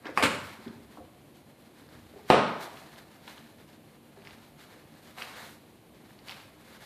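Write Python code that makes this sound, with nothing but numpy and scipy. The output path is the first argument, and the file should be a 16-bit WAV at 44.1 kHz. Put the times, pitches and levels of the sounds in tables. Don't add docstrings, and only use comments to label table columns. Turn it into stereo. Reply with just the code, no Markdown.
import sys
import numpy as np
from scipy import signal
from scipy.fft import rfft, irfft
from scipy.io import wavfile
from scipy.ndimage import uniform_filter1d

SR = 44100
rng = np.random.default_rng(int(sys.argv[2]) if len(sys.argv) > 2 else 0)


def to_linear_factor(level_db):
    exponent = np.asarray(level_db, float) / 20
    return 10 ** exponent


def store_wav(level_fs):
    pcm = np.round(np.clip(np.atleast_2d(level_fs), -1, 1) * 32767)
    wavfile.write(sys.argv[1], SR, pcm.T.astype(np.int16))


N = 302159

# frequency in Hz, left-right likeness (-1 to 1).
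LIKENESS = [(60, 0.29), (130, 0.99), (290, 0.95), (640, 0.58), (1400, -0.17), (15000, 0.056)]


def at_hz(points, hz):
    table_hz, values = np.array(points)[:, 0], np.array(points)[:, 1]
    return np.interp(np.log(hz), np.log(table_hz), values)


def in_time(rows, before=-120):
    s, *columns = np.transpose(rows)
    return np.array([np.interp(np.arange(N) / SR, s, c, before, before) for c in columns])


def rms_one(x):
    return x / np.sqrt(np.mean(x ** 2) + 1e-20)


def drift(rate, count):
    knots_per_s = 60
    knots = rng.standard_normal((count, int(N / SR * knots_per_s) + 2))
    r = np.exp(-2 * np.pi * rate / knots_per_s)
    slow = rms_one(signal.lfilter([1], [1, -r], knots))
    at = np.arange(N) / SR * knots_per_s
    return np.array([np.interp(at, np.arange(len(v)), v) for v in slow])


def bandpass(x, order, low_hz, high_hz):
    return signal.sosfilt(signal.butter(order, [low_hz, high_hz], "band", fs=SR, output="sos"), x)


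def colour(x, spectrum, size=4096):
    cepstrum = irfft(np.log(to_linear_factor(at_hz(spectrum, np.linspace(1, SR / 2, size // 2 + 1)))))
    cepstrum[1:size // 2] *= 2
    cepstrum[size // 2 + 1:] = 0
    kernel = irfft(np.exp(rfft(cepstrum)))
    kernel = kernel / np.linalg.norm(kernel)
    return signal.fftconvolve(x, kernel[None], axes=1)[:, :x.shape[1]]


def ring(clicks, hz, t60):
    r, w = to_linear_factor(-60 / (t60 * SR)), 2 * np.pi * hz / SR
    return signal.lfilter([0, np.sin(w)], [1, -2 * r * np.cos(w), r * r], clicks + 1e-18)


def add(out, s, sound, pan_db):
    lag_s_per_db = 3e-5
    for k, side in enumerate((1, -1)):
        at = round((s - side * pan_db * lag_s_per_db) * SR)
        out[k, at:at + len(sound)] += to_linear_factor(side * pan_db / 4) * sound[:N - at]


def pair_noise(size, per_band):
    out, white = 0, rng.standard_normal((2, 2, size))
    edges = 25 * 2 ** np.arange(0, 9.6, .5)
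    for k, (low, high) in enumerate(zip(edges, edges[1:])):
        centre = np.sqrt(low * high)
        mid, side = bandpass(white[k % 2], 2, low, high)
        alike = np.clip(at_hz(LIKENESS, centre), -1, 1)
        pair = np.sqrt(1 + alike) * mid + np.sqrt(1 - alike) * side * [[1], [-1]]
        out = out + per_band(k, centre) * pair
    return out


def grains(per_s, spread_db):
    sizes = to_linear_factor(spread_db * np.minimum(rng.exponential(1, (2, N)), 5)) * rng.choice([-1, 1], (2, N))
    return rms_one(sizes * (rng.random((2, N)) < per_s / SR))


def blow(hits, spectrum, modes, crack_db, modes_db, wet_db, edge_db, soft_hz):
    clicks, rung, crack = np.zeros((2, N)), np.zeros((2, N)), np.zeros((2, N))
    for s, db, pan_db in hits:
        add(clicks, s, to_linear_factor(np.array([db])), pan_db)
    first_s = hits[0][0]
    near = slice(round((first_s - .01) * SR), round((first_s + .5) * SR))
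    pad = signal.butter(2, soft_hz, fs=SR, output="sos")
    padded = signal.sosfilt(pad, clicks[:, near])
    for k, (hz, level_db, t60) in enumerate(modes):
        rung[:, near] += (-1) ** k * to_linear_factor(level_db + modes_db) * ring(padded, hz, t60)
    crack[:, near] = colour(clicks[:, near], spectrum)
    rung[:, near] += to_linear_factor(crack_db) * signal.sosfilt(pad, crack[:, near])
    rung[:, near] += to_linear_factor(edge_db) * np.diff(crack[:, near], prepend=0)
    return rung, to_linear_factor(wet_db) * crack


def door_slam():
    # start in seconds, peak in dB, left-right in dB.
    slam_hits = [
        (2.3003, -23, 2.5),
        (2.3017, -0.5, 4),
        (2.3155, -21, -4),
        (2.3445, -14.5, 3.5),
    ]
    # frequency in Hz, density in dB per Hz.
    slam_spectrum = [(40, -36), (85, -17), (130, -5.5), (215, -2.5), (330, -4.5), (700, -1), (1200, 0),
                     (1600, -2.5), (2200, 5.5), (3200, -12), (5000, -26), (6500, -22.5), (8500, -34),
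                     (11500, -32), (14000, -53)]
    # frequency in Hz, level in dB, t60 in seconds.
    door_modes = [(215, -10.5, 0.017), (685, 6.5, 0.0053), (2900, 2, 0.0045), (410, -29, 0.54),
                  (723, -28.5, 0.3), (955, -33, 0.22), (1243, -25.5, 0.69)]
    return blow(slam_hits, slam_spectrum, door_modes,
                crack_db=-16, modes_db=2, wet_db=23.0, edge_db=10, soft_hz=2550)


def handle_snap():
    # start in seconds, peak in dB, left-right in dB.
    snap_hits = [
        (.1665, -34, -5),
        (.1745, -10.5, 1.5),
    ]
    # frequency in Hz, density in dB per Hz.
    snap_spectrum = [(60, -20), (300, -19), (600, -11.5), (1100, -4), (1600, -8), (2300, -9), (2900, -15),
                     (3900, -23), (4700, -10), (5600, -5), (6100, -22), (14500, -38)]
    # frequency in Hz, level in dB, t60 in seconds.
    handle_modes = [(840, -7.5, 0.022), (1104, -2.5, 0.017), (2300, -20, 0.035), (2546, -15.5, 0.067),
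                    (4700, -23, 0.08), (5010, -21, 0.14), (5450, -17, 0.11), (5750, -19, 0.08)]
    return blow(snap_hits, snap_spectrum, handle_modes,
                crack_db=9.5, modes_db=4, wet_db=21.5, edge_db=-5, soft_hz=12000)


def rattle():
    # time in seconds, level in dB.
    rattle_curve = [
        (.222, -54),
        (.226, -19.5),
        (.24, -21),
        (.255, -24.5),
        (.275, -29),
        (.287, -35.5),
        (.35, -38),
        (.38, -44),
        (.55, -66),
    ]
    # frequency in Hz, density in dB per Hz.
    rattle_spectrum = [(24, -41), (40, -25), (134, -4.5), (437, -7.5), (574, -4), (790, -12.5), (1500, -6),
                       (1830, -11), (2120, -6), (3220, -12.5), (4440, -18), (6000, -26.5), (7500, -21.5),
                       (11100, -29.5), (14500, -40)]
    hits = grains(per_s=4000, spread_db=2.5)
    return colour(to_linear_factor(in_time(rattle_curve)) * (hits + 0.7 * hits.mean(0)), rattle_spectrum)


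def knocks():
    # start in seconds, peak in dB, pitch in Hz, left-right in dB.
    dull_knocks = [(0.057, -34.5, 324, -2), (0.089, -33.5, 320, 1), (0.171, -34, 194, 0.0),
                   (0.588, -47, 215, -3), (0.663, -33.5, 236, 3), (0.697, -39, 210, -11),
                   (0.971, -40, 720, 4), (0.983, -40.5, 313, 5), (0.999, -45.5, 518, 6),
                   (1.02, -56, 743, 4), (1.814, -46, 272, -1), (2.135, -50, 410, 2), (2.302, -21, 149, -2),
                   (2.159, -42.5, 406, 2), (2.189, -48, 835, -4.5), (3.276, -44, 940, -5),
                   (4.172, -46.5, 400, 4), (4.719, -50.5, 460, -5), (5.177, -42, 740, -1)]
    # start in seconds, peak in dB, pitch in Hz, left-right in dB.
    floor_thuds = [
        (0.421, -44, 104, -22),
        (0.679, -46.5, 120, 6),
        (0.757, -45, 108, 4),
        (0.82, -50, 65, 0),
        (1.001, -48, 83.4, 4),
        (1.949, -43, 86, 9),
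        (1.989, -48, 103, 16.5),
        (2.04, -49.5, 61, -3),
    ]
    knock_t60_s, thud_t60_s = 0.096, 0.14
    out, t = np.zeros((2, N)), np.arange(round(.4 * SR)) / SR
    rows = [(*row, knock_t60_s) for row in dull_knocks] + [(*row, thud_t60_s) for row in floor_thuds]
    for (s, db, hz, pan_db, t60), white in zip(rows, rng.standard_normal((len(rows), len(t)))):
        puff = rms_one(bandpass(white, 2, 1.06 * hz, 1.85 * hz))
        body = np.sin(2 * np.pi * hz * t) + .5 * puff
        soft_start = 1 - np.exp(-t / .001)
        add(out, s, to_linear_factor(db - 60 * t / t60) * body * soft_start, pan_db)
    return out


def ticks():
    # start in seconds, peak in dB, pitch in Hz, left-right in dB.
    edge_ticks = [
        (0.056, -24.5, 1700, -5),
        (0.068, -24, 1690, 9.5),
        (.68, -36.5, 3180, -9),
        (1.889, -42, 1600, 3),
        (1.952, -42, 1730, 3.5),
        (2.772, -35, 2820, 5.5),
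        (2.96, -41, 3100, 5),
    ]
    # start in seconds, peak in dB, pitch in Hz, left-right in dB.
    grit_cracks = [(3.278, -26.5, 3520, 1.5), (3.38, -36, 2900, 4.5), (4.172, -47, 1500, 3),
                   (4.22, -44, 2400, 7.5), (5.178, -49, 1500, 5), (4.2515, -37, 3300, 7),
                   (4.2721, -30.5, 2070, 6.5), (4.308, -31.5, 2300, 4.5), (4.604, -43, 2900, 1),
                   (5.184, -32.5, 2600, -0.5), (5.213, -29, 2400, 5), (5.2192, -22.5, 1530, 4),
                   (5.222, -22, 2820, 6), (5.245, -39, 1930, -2.5), (6.107, -42, 1800, -2),
                   (6.19, -36, 3900, 6.5), (6.2845, -25.5, 3600, 7.5), (6.295, -23, 3300, 6.5),
                   (6.3, -30, 3000, 6), (6.311, -26, 4280, 0.5), (6.321, -30, 2220, 0.5),
                   (6.326, -35, 3780, 4.5), (6.34, -44, 1620, 2), (6.401, -41, 2440, -1)]
    rows = edge_ticks + grit_cracks
    out, t = np.zeros((2, N)), np.arange(round(.03 * SR)) / SR
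    for (s, db, hz, pan_db), puff in zip(rows, rng.standard_normal((len(rows), len(t)))):
        snap = 1.5 * np.sin(2 * np.pi * hz * t) * np.exp(-t * hz / 1.1)
        add(out, s, to_linear_factor(db) * (snap + 0.32 * puff * np.exp(-t / 0.0055)), pan_db)
    return bandpass(out + 1e-18, 6, 700, 5300)


def pressure():
    # time in seconds, level in dB.
    moving = [(0, -68), (.5, -52), (.8, -59.5), (1, -59.5), (1.15, -66), (1.7, -66), (1.85, -61),
              (2.25, -59), (2.8, -54), (3.1, -60), (3.5, -60.5), (4, -64), (4.1, -67.5), (4.4, -62),
              (5.15, -60.5), (5.7, -65.5), (6.5, -59.5), (6.85, -51)]
    # start in seconds, held in seconds, level in dB,
    # brightness in dB per range.
    drags = [(0.057, 0.014, -50.5, -12.5), (.16, 0.011, -52, 3), (.44, 0.016, -55.5, 6),
             (.655, 0.024, -63, -9.5), (1.355, 0.018, -63.5, 4), (1.61, .02, -72, 3),
             (1.78, 0.028, -64.5, -2.5), (1.93, 0.031, -60, -2), (2.609, 0.035, -45.5, 1.5),
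             (2.96, 0.011, -78.5, -9), (3.281, 0.033, -50, 0), (3.37, 0.025, -60.5, -1),
             (4.17, 0.03, -66.5, -5), (4.25, 0.051, -58.5, -1.5), (4.59, 0.047, -58.5, 2.2),
             (4.71, 0.018, -59, -1.5), (5.03, 0.066, -61.5, 3.5), (5.181, 0.052, -44.5, -0.5),
             (5.28, 0.17, -51.5, -1), (5.37, 0.042, -52.5, 0), (5.45, 0.081, -58.5, 6),
             (5.98, 0.013, -79.5, -9), (6.1, 0.012, -67, 2), (6.276, 0.037, -48, 0.5),
             (6.37, 0.022, -57, -3)]
    range_db = [-2, -3, -8]
    moving_flicker_db, thrum_db, thrum_flicker_db = 3, -63, 2
    seal_s, seal_db, seal_swell_db_per_s = 2.299, -40.5, 712
    attack_db_per_s, release_db_per_s = 913, 241
    t, step = np.arange(N) / SR, np.array([[-1], [0], [1]])
    flicker = drift(8.2, count=2)
    cloth = to_linear_factor(in_time(moving)[0] + moving_flicker_db * flicker[0])
    seal = (t < seal_s) * to_linear_factor(seal_db - seal_swell_db_per_s * np.abs(seal_s - t))
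    rub = (cloth + seal) * np.ones_like(step)
    for s, held, db, bright_db in drags:
        near = slice(max(round((s - .06) * SR), 0), round((s + held + .25) * SR))
        attack = attack_db_per_s * np.minimum(t[near] - s, 0)
        release = release_db_per_s * np.maximum(t[near] - s - held, 0)
        rub[:, near] += to_linear_factor(db + bright_db * step + attack - release)
    thrum = to_linear_factor(thrum_db + thrum_flicker_db * flicker[1])
    return [thrum, *(rub * to_linear_factor(np.array(range_db))[:, None])]


def shuffle():
    # low edge in Hz, high edge in Hz.
    ranges_hz = [
        (70, 260),
        (450, 2080),
        (2100, 4350),
        (5800, 18400),
    ]
    gains, rub, out = pressure(), grains(per_s=6000, spread_db=2.5), 0
    for gain, (low_hz, high_hz) in zip(gains, ranges_hz):
        band = rms_one(bandpass(rub, 3, low_hz, high_hz))
        alike = np.clip(at_hz(LIKENESS, np.sqrt(low_hz * high_hz)), 0, 1)
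        out = out + gain * rms_one((1 - alike) * band + alike * band[0])
    return out


def kitchen(x, first_s=0.001, lumpy_db=4.0):
    # frequency in Hz, t60 in seconds.
    wall_t60 = [(60, 0.62), (250, 0.68), (1000, 0.83), (3000, 0.7), (6000, 0.66), (9000, 0.46),
                (14000, 0.22)]
    t = np.arange(round(1.4 * SR)) / SR
    tail = pair_noise(len(t), lambda k, hz: to_linear_factor(-60 * t / at_hz(wall_t60, hz)))
    lumps = np.repeat(rng.standard_normal(len(t) // 64 + 1), 64)[:len(t)]
    tail = tail * to_linear_factor(lumpy_db * lumps * np.exp(-t / 0.045)) * np.clip(t / first_s - .5, 0, 1)
    tail = tail / np.sqrt(np.sum(tail ** 2) / 2)
    return signal.fftconvolve(x.mean(0)[None], tail, axes=1)[:, :N]


def hush(level_db=-57.5, patchy_db=-1.1):
    # frequency in Hz, density in dB per Hz.
    hush_spectrum = [(25, -7), (50, 1.5), (120, -10), (220, 3.5), (300, -7.5), (420, -2), (800, -4.5),
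                     (1300, -17), (2500, -12.5), (4500, -20), (6300, -35.5), (8500, -15), (12000, -23.5),
                     (14800, -22.5)]
    together, own = drift(7.2, count=1)[0], drift(4.9, count=19)

    def band_gain(k, hz):
        return to_linear_factor(at_hz(hush_spectrum, hz) + patchy_db * (0.54 * together + 0.37 * own[k]))

    return to_linear_factor(level_db) * rms_one(pair_noise(N, band_gain))


def hum():
    # frequency in Hz, width in Hz, level in dB.
    room_modes = [(153.2, 11.4, -68), (232, 19.4, -62), (309.2, 25, -62.5), (347, 20, -70)]
    out, white = 0, rng.standard_normal((2, N))
    pair = white[0] + 0.74 * white[1] * [[1], [-1]]
    for hz, width_hz, db in room_modes:
        out = out + to_linear_factor(db) * rms_one(ring(pair, hz, 2.8 / width_hz))
    return out


def scene():
    slam, slam_out = door_slam()
    snap, snap_out = handle_snap()
    shaken, dull, sharp, feet = rattle(), knocks(), ticks(), shuffle()
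    wet = slam_out + snap_out + to_linear_factor(-9.5) * shaken + to_linear_factor(-4.5) * dull + to_linear_factor(-4.5) * sharp + to_linear_factor(-9.5) * feet
    return slam + snap + shaken + dull + sharp + feet + kitchen(wet) + hush() + hum()


def masking(x, size=1024):
    above_hz, under_db, ragged_db = 9500, -57.5, 2.2
    hz, _, frames = signal.stft(x, SR, nperseg=size)
    power = np.mean(np.abs(frames) ** 2, axis=0)
    whole = uniform_filter1d(power.sum(0) + 1e-12, size=3)
    quieter = np.minimum(whole, np.roll(whole, 2))
    patches = rng.standard_normal((len(hz) // 12 + 1, power.shape[1]))
    chance = np.repeat(uniform_filter1d(patches, size=3), 12, axis=0)[:len(hz)]
    share = uniform_filter1d(uniform_filter1d(power, size=16, axis=0), size=3) / quieter
    kept = (hz[:, None] < above_hz) | (share > to_linear_factor(2 * (under_db + ragged_db * chance)))
    return signal.istft(frames * kept, SR, nperseg=size)[1][:, :N]


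def low_pass(x):
    return signal.sosfilt(signal.butter(12, 15630, fs=SR, output="sos"), x)


def record(dry):
    heard = signal.sosfilt(signal.butter(3, 59, "high", fs=SR, output="sos"), dry)
    rounded = 1.04 * np.tanh(heard / 1.04)
    cut = signal.sosfilt(signal.cheby2(16, 70, 15300, fs=SR, output="sos"), rounded)
    return low_pass(masking(cut))


dry = scene()
out = record(dry)
store_wav(out)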